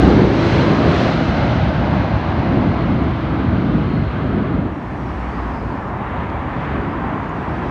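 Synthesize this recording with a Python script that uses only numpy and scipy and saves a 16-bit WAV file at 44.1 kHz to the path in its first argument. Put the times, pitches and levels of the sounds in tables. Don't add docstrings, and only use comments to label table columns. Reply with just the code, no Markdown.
import sys
import numpy as np
from scipy import signal
from scipy.fft import rfft, irfft, next_fast_len
from scipy.io import wavfile
from scipy.ndimage import uniform_filter1d, map_coordinates

SR = 44100
rng = np.random.default_rng(int(sys.argv[2]) if len(sys.argv) > 2 else 0)


def boost_factor(decibels):
    exponent = np.asarray(decibels, float) / 20
    return 10 ** exponent


def pcm_store(signal):
    levels = np.round(np.clip(np.atleast_2d(signal), -1, 1) * 32767)
    wavfile.write(sys.argv[1], SR, levels.astype(np.int16).T)


N = 339570

# pitch_hz, density_db
MIC_HISS = [(4000, -28), (5500, 2.5), (6600, 4.5), (7600, -2), (9000, -2), (10000, -9), (11500, -9.5),
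            (13000, -12.5)]
# start_s, end_s
DISSOLVE = (4.38, 5.14)

# pitch_hz, density_db
TREAD = [(300, -39), (520, 0), (700, 2), (850, -15.5), (1300, -21), (2500, -59), (5000, -120)]
# nearest_s, peak_db, half_width_s
TURNING_CARS = [
    (1.3, -31, .9),
    (2.65, -32, .15),
]

# pitch_hz, density_db
TRAFFIC = [(22, -30.5), (38, -13.5), (55, -1), (130, -3.5), (290, -5.5), (490, -13), (720, -8.5),
           (1020, -6), (1400, -13.5), (1750, -14.5), (2300, -21.5), (3500, -33.5), (5500, -53),
           (9000, -69.5)]
# steady_db, share_of_pass, wander_db
TRAFFIC_PARTS = [
    (-28.5, 0.26, -0.4),
    (-30, 0.71, -1),
    (-33.5, 1.33, -0.06),
    (-41, 0.85, -1),
]
# nearest_s, swell_db, half_width_s, extra_swish_db, extra_engine_db
PASSES = [(4.6, 0.5, 0.11, 2.5, 3.5), (5.2, 0.4, 0.089, .1, -1.5), (5.4, 3, 0.13, -2.2, -1.3),
          (5.65, 0, 0.11, -0.3, 3.4), (5.88, 3, 0.2, -4, -1.7), (6.17, 3, 0.17, 1.6, -0.8),
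          (6.4, 1.9, 0.12, 0, -0.2), (6.63, 1.2, 0.16, 5, 1), (6.8, -0.3, 0.12, 1, 1),
          (7.0, 4, 0.33, -.6, 0.3), (7.35, 0.6, .1, -1, -1.7), (7.6, 2.5, 0.32, 1.2, 0.5)]
# pitch_hz, density_db
SPRAY = [(2500, -25.5), (4000, 6), (5500, 1.5), (7000, -8), (9000, -16), (12000, -27), (14000, -33.5)]
# nearest_s, peak_db, half_width_s
NEAR_CARS = [
    (5.02, -59, 0.36),
    (5.36, -58.5, .15),
    (5.65, -60.5, .25),
    (7.7, -59.5, 0.44),
]
# start_s, end_s, pitch_hz, level_db
CAR_NOTE = (4.93, 5.75, 62.5, -25.5)

# start_s, length_s, first_hz, last_hz, level_db
SQUEALS = [
    (4.68, .2, 5600, 5600, -73),
    (4.93, .2, 5620, 5480, -70),
    (5.27, .28, 4980, 4970, -67),
    (5.48, .19, 4980, 4890, -62),
    (5.22, .25, 4480, 4640, -67),
    (6.87, .1, 4990, 4990, -65),
    (6.95, .22, 2600, 2590, -56),
    (6.3, .5, 5600, 5500, -77),
]
# start_s, length_s, first_hz, last_hz, level_db
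WHISTLES = [
    (.4, .55, 4080, 4150, -49),
    (1.05, .3, 4250, 4150, -51),
    (2.2, .4, 4960, 5000, -64),
    (2.65, .25, 4220, 4220, -55),
    (3.35, 1.3, 3000, 3380, -56),
    (3.8, .4, 4330, 4110, -57),
    (5.9, .45, 3700, 3900, -65),
]
# time_s, pitch_hz, level_db
FAN_WHINE = [
    (6.25, 4720, -80),
    (6.38, 4710, -69),
    (6.6, 4680, -69),
    (6.95, 4670, -71),
    (7.2, 4720, -71),
    (7.5, 4740, -75),
    (7.7, 4760, -76),
]
# time_s, peak_db, ring_hz, length_ms
TICKS = [
    (5.77, -62, 8000, .15),
    (6.3002, -35, 3800, .14),
    (6.2998, -55, 6900, .3),
    (7.2945, -48, 6700, .7),
    (7.294, -58, 9400, .4),
    (7.294, -58, 11700, .4),
    (7.398, -64, 11000, .15),
    (7.43, -59, 10000, .12),
]

# pitch_hz, density_db
EXHAUST = [(22, -33.5), (35, -24), (55, -1.5), (110, 1), (300, -4), (460, -13.5), (650, -12.5),
           (950, -17.5), (1550, -20), (1850, -25), (3000, -29), (4600, -36), (7000, -52), (10000, -69.5)]
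# centre_hz, width_hz, height_db over the exhaust
HAYSTACKS = [
    (4070, 240, 2.5),
    (2080, 150, 3),
    (6100, 440, 3),
]
# start_db, share_of_spreading_loss, share_of_refraction, wander_db
JET_PARTS = [
    (-18.5, 0.99, 0.23, -2),
    (-17.5, 1.03, .3, 1.9),
    (-22.5, 1.12, 0.68, -1),
    (-31.5, 1.39, 0.86, 0.7),
]
# time_s, gain_db
REFRACTION = [(0, -0.5), (.3, -2.1), (.42, 0.5), (.52, 1.5), (.66, 1), (.84, 1.5), (1.0, 2.6), (1.2, 1.7),
              (1.4, 1), (1.7, -0.4), (2.3, -0.9), (2.8, -0.2), (3.3, -0.8), (3.6, 0.2), (4.2, 0.1),
              (4.5, -0.8), (4.8, -7), (5.1, -5)]
# time_s, rumble_db, roar_db
EDDIES = [(.08, 6, 3.8), (.22, -1.5, 5.5), (.36, 3, 3.7), (.57, 4, -0.5), (.72, -4, 1), (1.05, -4, 1.5),
          (1.2, -2.5, 1.3), (1.48, -1.5, 1.5), (2.15, 1, 0.2), (2.25, -2, -1.5), (2.6, -0.5, 3),
          (2.75, -2, .1), (3.78, 3, 3.2), (3.95, -1.1, 3.5), (4.72, 1, -1.5), (.87, -1, 4.5),
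          (1.33, 1.5, -0.5), (1.63, 4, -4), (1.77, 6.5, -3), (1.97, 1.5, 2.5), (2.4, 4, 0.5),
          (2.94, 3.5, 1.1), (3.1, 7, -0.5), (3.3, 3.5, 0), (3.48, 2.1, .1), (3.6, -0.5, 2.5),
          (4.18, -0.5, 2), (4.35, 0.5, 4), (4.62, 0.5, 4.5)]
# time_s, swell_db, half_width_s
RUSH_SWELLS = [
    (.45, -0.5, .1),
    (.78, 1.5, .12),
    (1.1, -1.1, 0.16),
    (2.05, 1.9, .15),
    (2.6, -0.5, 0.13),
    (4.17, 0.5, .15),
]
# time_s, level_db
CAVITY = [
    (.05, -35),
    (.2, -21),
    (.33, -27),
    (.75, -27.5),
    (1.05, -31),
    (1.6, -36),
    (2.25, -38),
    (2.45, -32),
    (3.3, -33),
]


def unit(x):
    return x / np.sqrt(np.mean(x ** 2) + 1e-20)


def along(points, hz):
    f, v = np.transpose(points)
    return np.interp(np.log(hz + 1), np.log(f + 1), v)


def curves(rows, t=None):
    s, *columns = np.transpose(rows)
    moments = np.arange(N) / SR if t is None else t
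    return [np.interp(moments, s, column) for column in columns]


def wobble(rate, count=N):
    knots = rng.standard_normal(int(count / SR * 400) + 4)
    return map_coordinates(knots, [np.arange(count) * rate / SR])


def filter_over_time(x, gain):
    hz, t, z = signal.stft(x, SR, nperseg=1024)
    return signal.istft(z * gain(hz[:, None], t), SR, nperseg=1024)[1][:N]


def turbulent(patchy_db):
    field = rng.standard_normal((513, N // 512 + 2))
    field = uniform_filter1d(field, size=8, axis=0)
    field = unit(uniform_filter1d(field, size=7, axis=1))
    return filter_over_time(rng.standard_normal(N), lambda hz, t: boost_factor(patchy_db * field[:, :len(t)]))


def layered(colour_db, joins_hz, levels_db, patchy_db):
    m = next_fast_len(N + 8192)
    hz = np.fft.rfftfreq(m, 1 / SR)
    coloured = rfft(turbulent(patchy_db), m) * boost_factor(colour_db(hz))
    centres = np.log(joins_hz)
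    shares = [np.interp(np.log(hz + 1), centres, row) for row in np.eye(len(centres))]
    return sum(boost_factor(db) * unit(irfft(coloured * share, m)[:N]) for db, share in zip(levels_db, shares))


def tone(hz, blur_hz, flutter_db):
    phase = 2 * np.pi * np.cumsum(hz + blur_hz * wobble(60)) / SR
    return np.sqrt(2) * np.sin(phase) * boost_factor(flutter_db * wobble(25))


def whistle(hz, width_hz):
    sway = wobble(width_hz, len(hz)) + 1j * wobble(width_hz, len(hz))
    return unit(np.real(sway * np.exp(2j * np.pi * np.cumsum(hz) / SR)))


def gate(start, end, edge):
    t = np.arange(N) / SR
    return np.clip(np.minimum(t - start, end - t) / edge, 0, 1)


def bumps(times, heights, width_s):
    t = np.arange(0, N + 64, 64) / SR
    swells = sum(h * np.exp(-((t - s) / w) ** 2) for s, h, w in np.broadcast(times, heights, width_s))
    return np.interp(np.arange(N) / SR, t, swells)


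def passing(cars):
    t = np.arange(N) / SR
    return np.sqrt(sum(boost_factor(db) ** 2 / (1 + ((t - s) / w) ** 2) ** 2 for s, db, w in cars))


def treble_rolloff_db(hz):
    return 35 * np.log2(np.maximum(hz / 9500, 1))


def microphone_hiss():
    hiss = unit(filter_over_time(rng.standard_normal(N), lambda hz, t: boost_factor(along(MIC_HISS, hz))))
    return boost_factor(-70) * hiss * boost_factor(-2.5 * gate(4.3, 4.8, .3))


def junction():
    hum = filter_over_time(turbulent(patchy_db=1.3), lambda hz, t: boost_factor(along(TREAD, hz)))
    return passing(TURNING_CARS) * unit(hum)


def traffic():
    joins_hz = [90, 280, 950, 2400]
    s, swell_db, width_s, swish_db, engine_db = np.transpose(PASSES)
    levels = []
    for hz, (db, share, wander_db) in zip(joins_hz, TRAFFIC_PARTS):
        pass_db = share * swell_db + swish_db * (hz > 2000) + engine_db * (hz < 500)
        levels.append(db + bumps(s, pass_db, width_s) + wander_db * wobble(2.8))
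    return layered(lambda hz: along(TRAFFIC, hz) - treble_rolloff_db(hz), joins_hz, levels, patchy_db=0.7)


def tyre_spray():
    colour = lambda hz, t: boost_factor(along(SPRAY, hz) - 40 * (hz < 2500))
    return passing(NEAR_CARS) * unit(filter_over_time(turbulent(patchy_db=2.0), colour))


def labouring_engine():
    start, end, hz, db = CAR_NOTE
    sag_hz_per_s, fade_db_per_s = 8, 4
    since = np.clip(np.arange(N) / SR - start, 0, end - start)
    note = tone(hz - sag_hz_per_s * since, blur_hz=1.2, flutter_db=1.2)
    return boost_factor(db - fade_db_per_s * since) * note * gate(start, end, .15)


def approaching_jet():
    hz, db = curves(FAN_WHINE)
    return boost_factor(db) * whistle(hz, 22) * gate(6.2, 9, .1)


def squeals():
    sound = np.zeros(N)
    for rows, width in ((WHISTLES, .03), (SQUEALS, .024)):
        for s, length, first_hz, last_hz, db in rows:
            glide = np.linspace(first_hz, last_hz, round(length * SR))
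            swell = signal.windows.tukey(len(glide), 2 / 3)
            sound[round(s * SR):][:len(glide)] += boost_factor(db) * whistle(glide, width * first_hz) * swell
    return sound


def case_ticks():
    out = np.zeros(N)
    t = np.arange(-SR // 100, SR // 100) / SR
    for s, db, ring_hz, length_ms in TICKS:
        bell = np.exp(-(t * 1e3 / length_ms) ** 2 / 2)
        out[round((s + t[0]) * SR):][:len(t)] += boost_factor(db) * bell * np.sin(2 * np.pi * ring_hz * t)
    return out


RECEDE_M_PER_S = 65


def jet_levels():
    t = np.arange(N) / SR
    start_m, eddy_s = 275, .05
    spreading_db = 20 * np.log10(1 + RECEDE_M_PER_S * t / start_m)
    bent_db, = curves(REFRACTION)
    rumble, roar, rush, hiss = [db - far * spreading_db + bent * bent_db + wander_db * wobble(5)
                                for db, far, bent, wander_db in JET_PARTS]
    s, rumble_db, roar_db = np.transpose(EDDIES)
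    early_db = 2 * np.exp(-(t / 0.61) ** 2)
    return [rumble + bumps(s, rumble_db, eddy_s), roar + bumps(s, roar_db, eddy_s) + early_db,
            rush + bumps(*np.transpose(RUSH_SWELLS)), hiss]


def jet_path(hz, t):
    lag_ms = 2.57 / (1 + t / 1.68)
    bounce = np.clip(0.32 - 0.023 * t, 0, 1) * np.exp(-(hz / 1900) ** 2)
    comb = (1 + bounce * np.exp(-2j * np.pi * hz * lag_ms / 1e3)) / np.sqrt(1 + bounce ** 2)
    air_db = 11.5 * RECEDE_M_PER_S * t / 100 - 1.8 * curves(REFRACTION, t)[0]
    return comb * boost_factor(-air_db * (hz / 8860.0) ** 2)


def cavity_whistle():
    hz = 337 - 22 * (1 - np.exp(-np.arange(N) / SR / 4.5))
    return boost_factor(curves(CAVITY)[0]) * tone(hz, blur_hz=1, flutter_db=.8) * gate(-1, 3.55, .2)


def jet():
    def colour(hz):
        humps = sum(db * np.exp(-((hz - c) / w) ** 2) for c, w, db in HAYSTACKS)
        return along(EXHAUST, hz) + humps - treble_rolloff_db(hz)
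    noise = layered(colour, [90, 280, 1000, 4000], jet_levels(), patchy_db=0.57)
    return filter_over_time(noise, jet_path) + cavity_whistle()


def scene():
    start, end = DISSOLVE
    turn = np.pi / 2 * np.clip((np.arange(N) / SR - start) / (end - start), 0, 1)
    first = junction() + jet()
    second = traffic() + tyre_spray() + labouring_engine()
    over_both = approaching_jet() + squeals() + case_ticks()
    return (first * np.cos(turn) + second * np.sin(turn) + over_both)[None]


def top_band(hz, t):
    kept = np.repeat(rng.random(len(t)) < .11 * t, 3)[:len(t)]
    return np.where(hz > 13100, kept * .9, 1.)


def low_pass(x):
    return signal.sosfilt(signal.butter(12, 13760, fs=SR, output="sos"), x)


def record(dry):
    rumble_filter = signal.butter(2, 24, "high", fs=SR, output="sos")
    x = signal.sosfilt(rumble_filter, dry[0] + microphone_hiss())
    saturated = x / (1 + (x / 1.5) ** 4) ** (1 / 4)
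    mix = filter_over_time(saturated, top_band)
    return low_pass(mix[None])


dry = scene()
out = record(dry)
pcm_store(out)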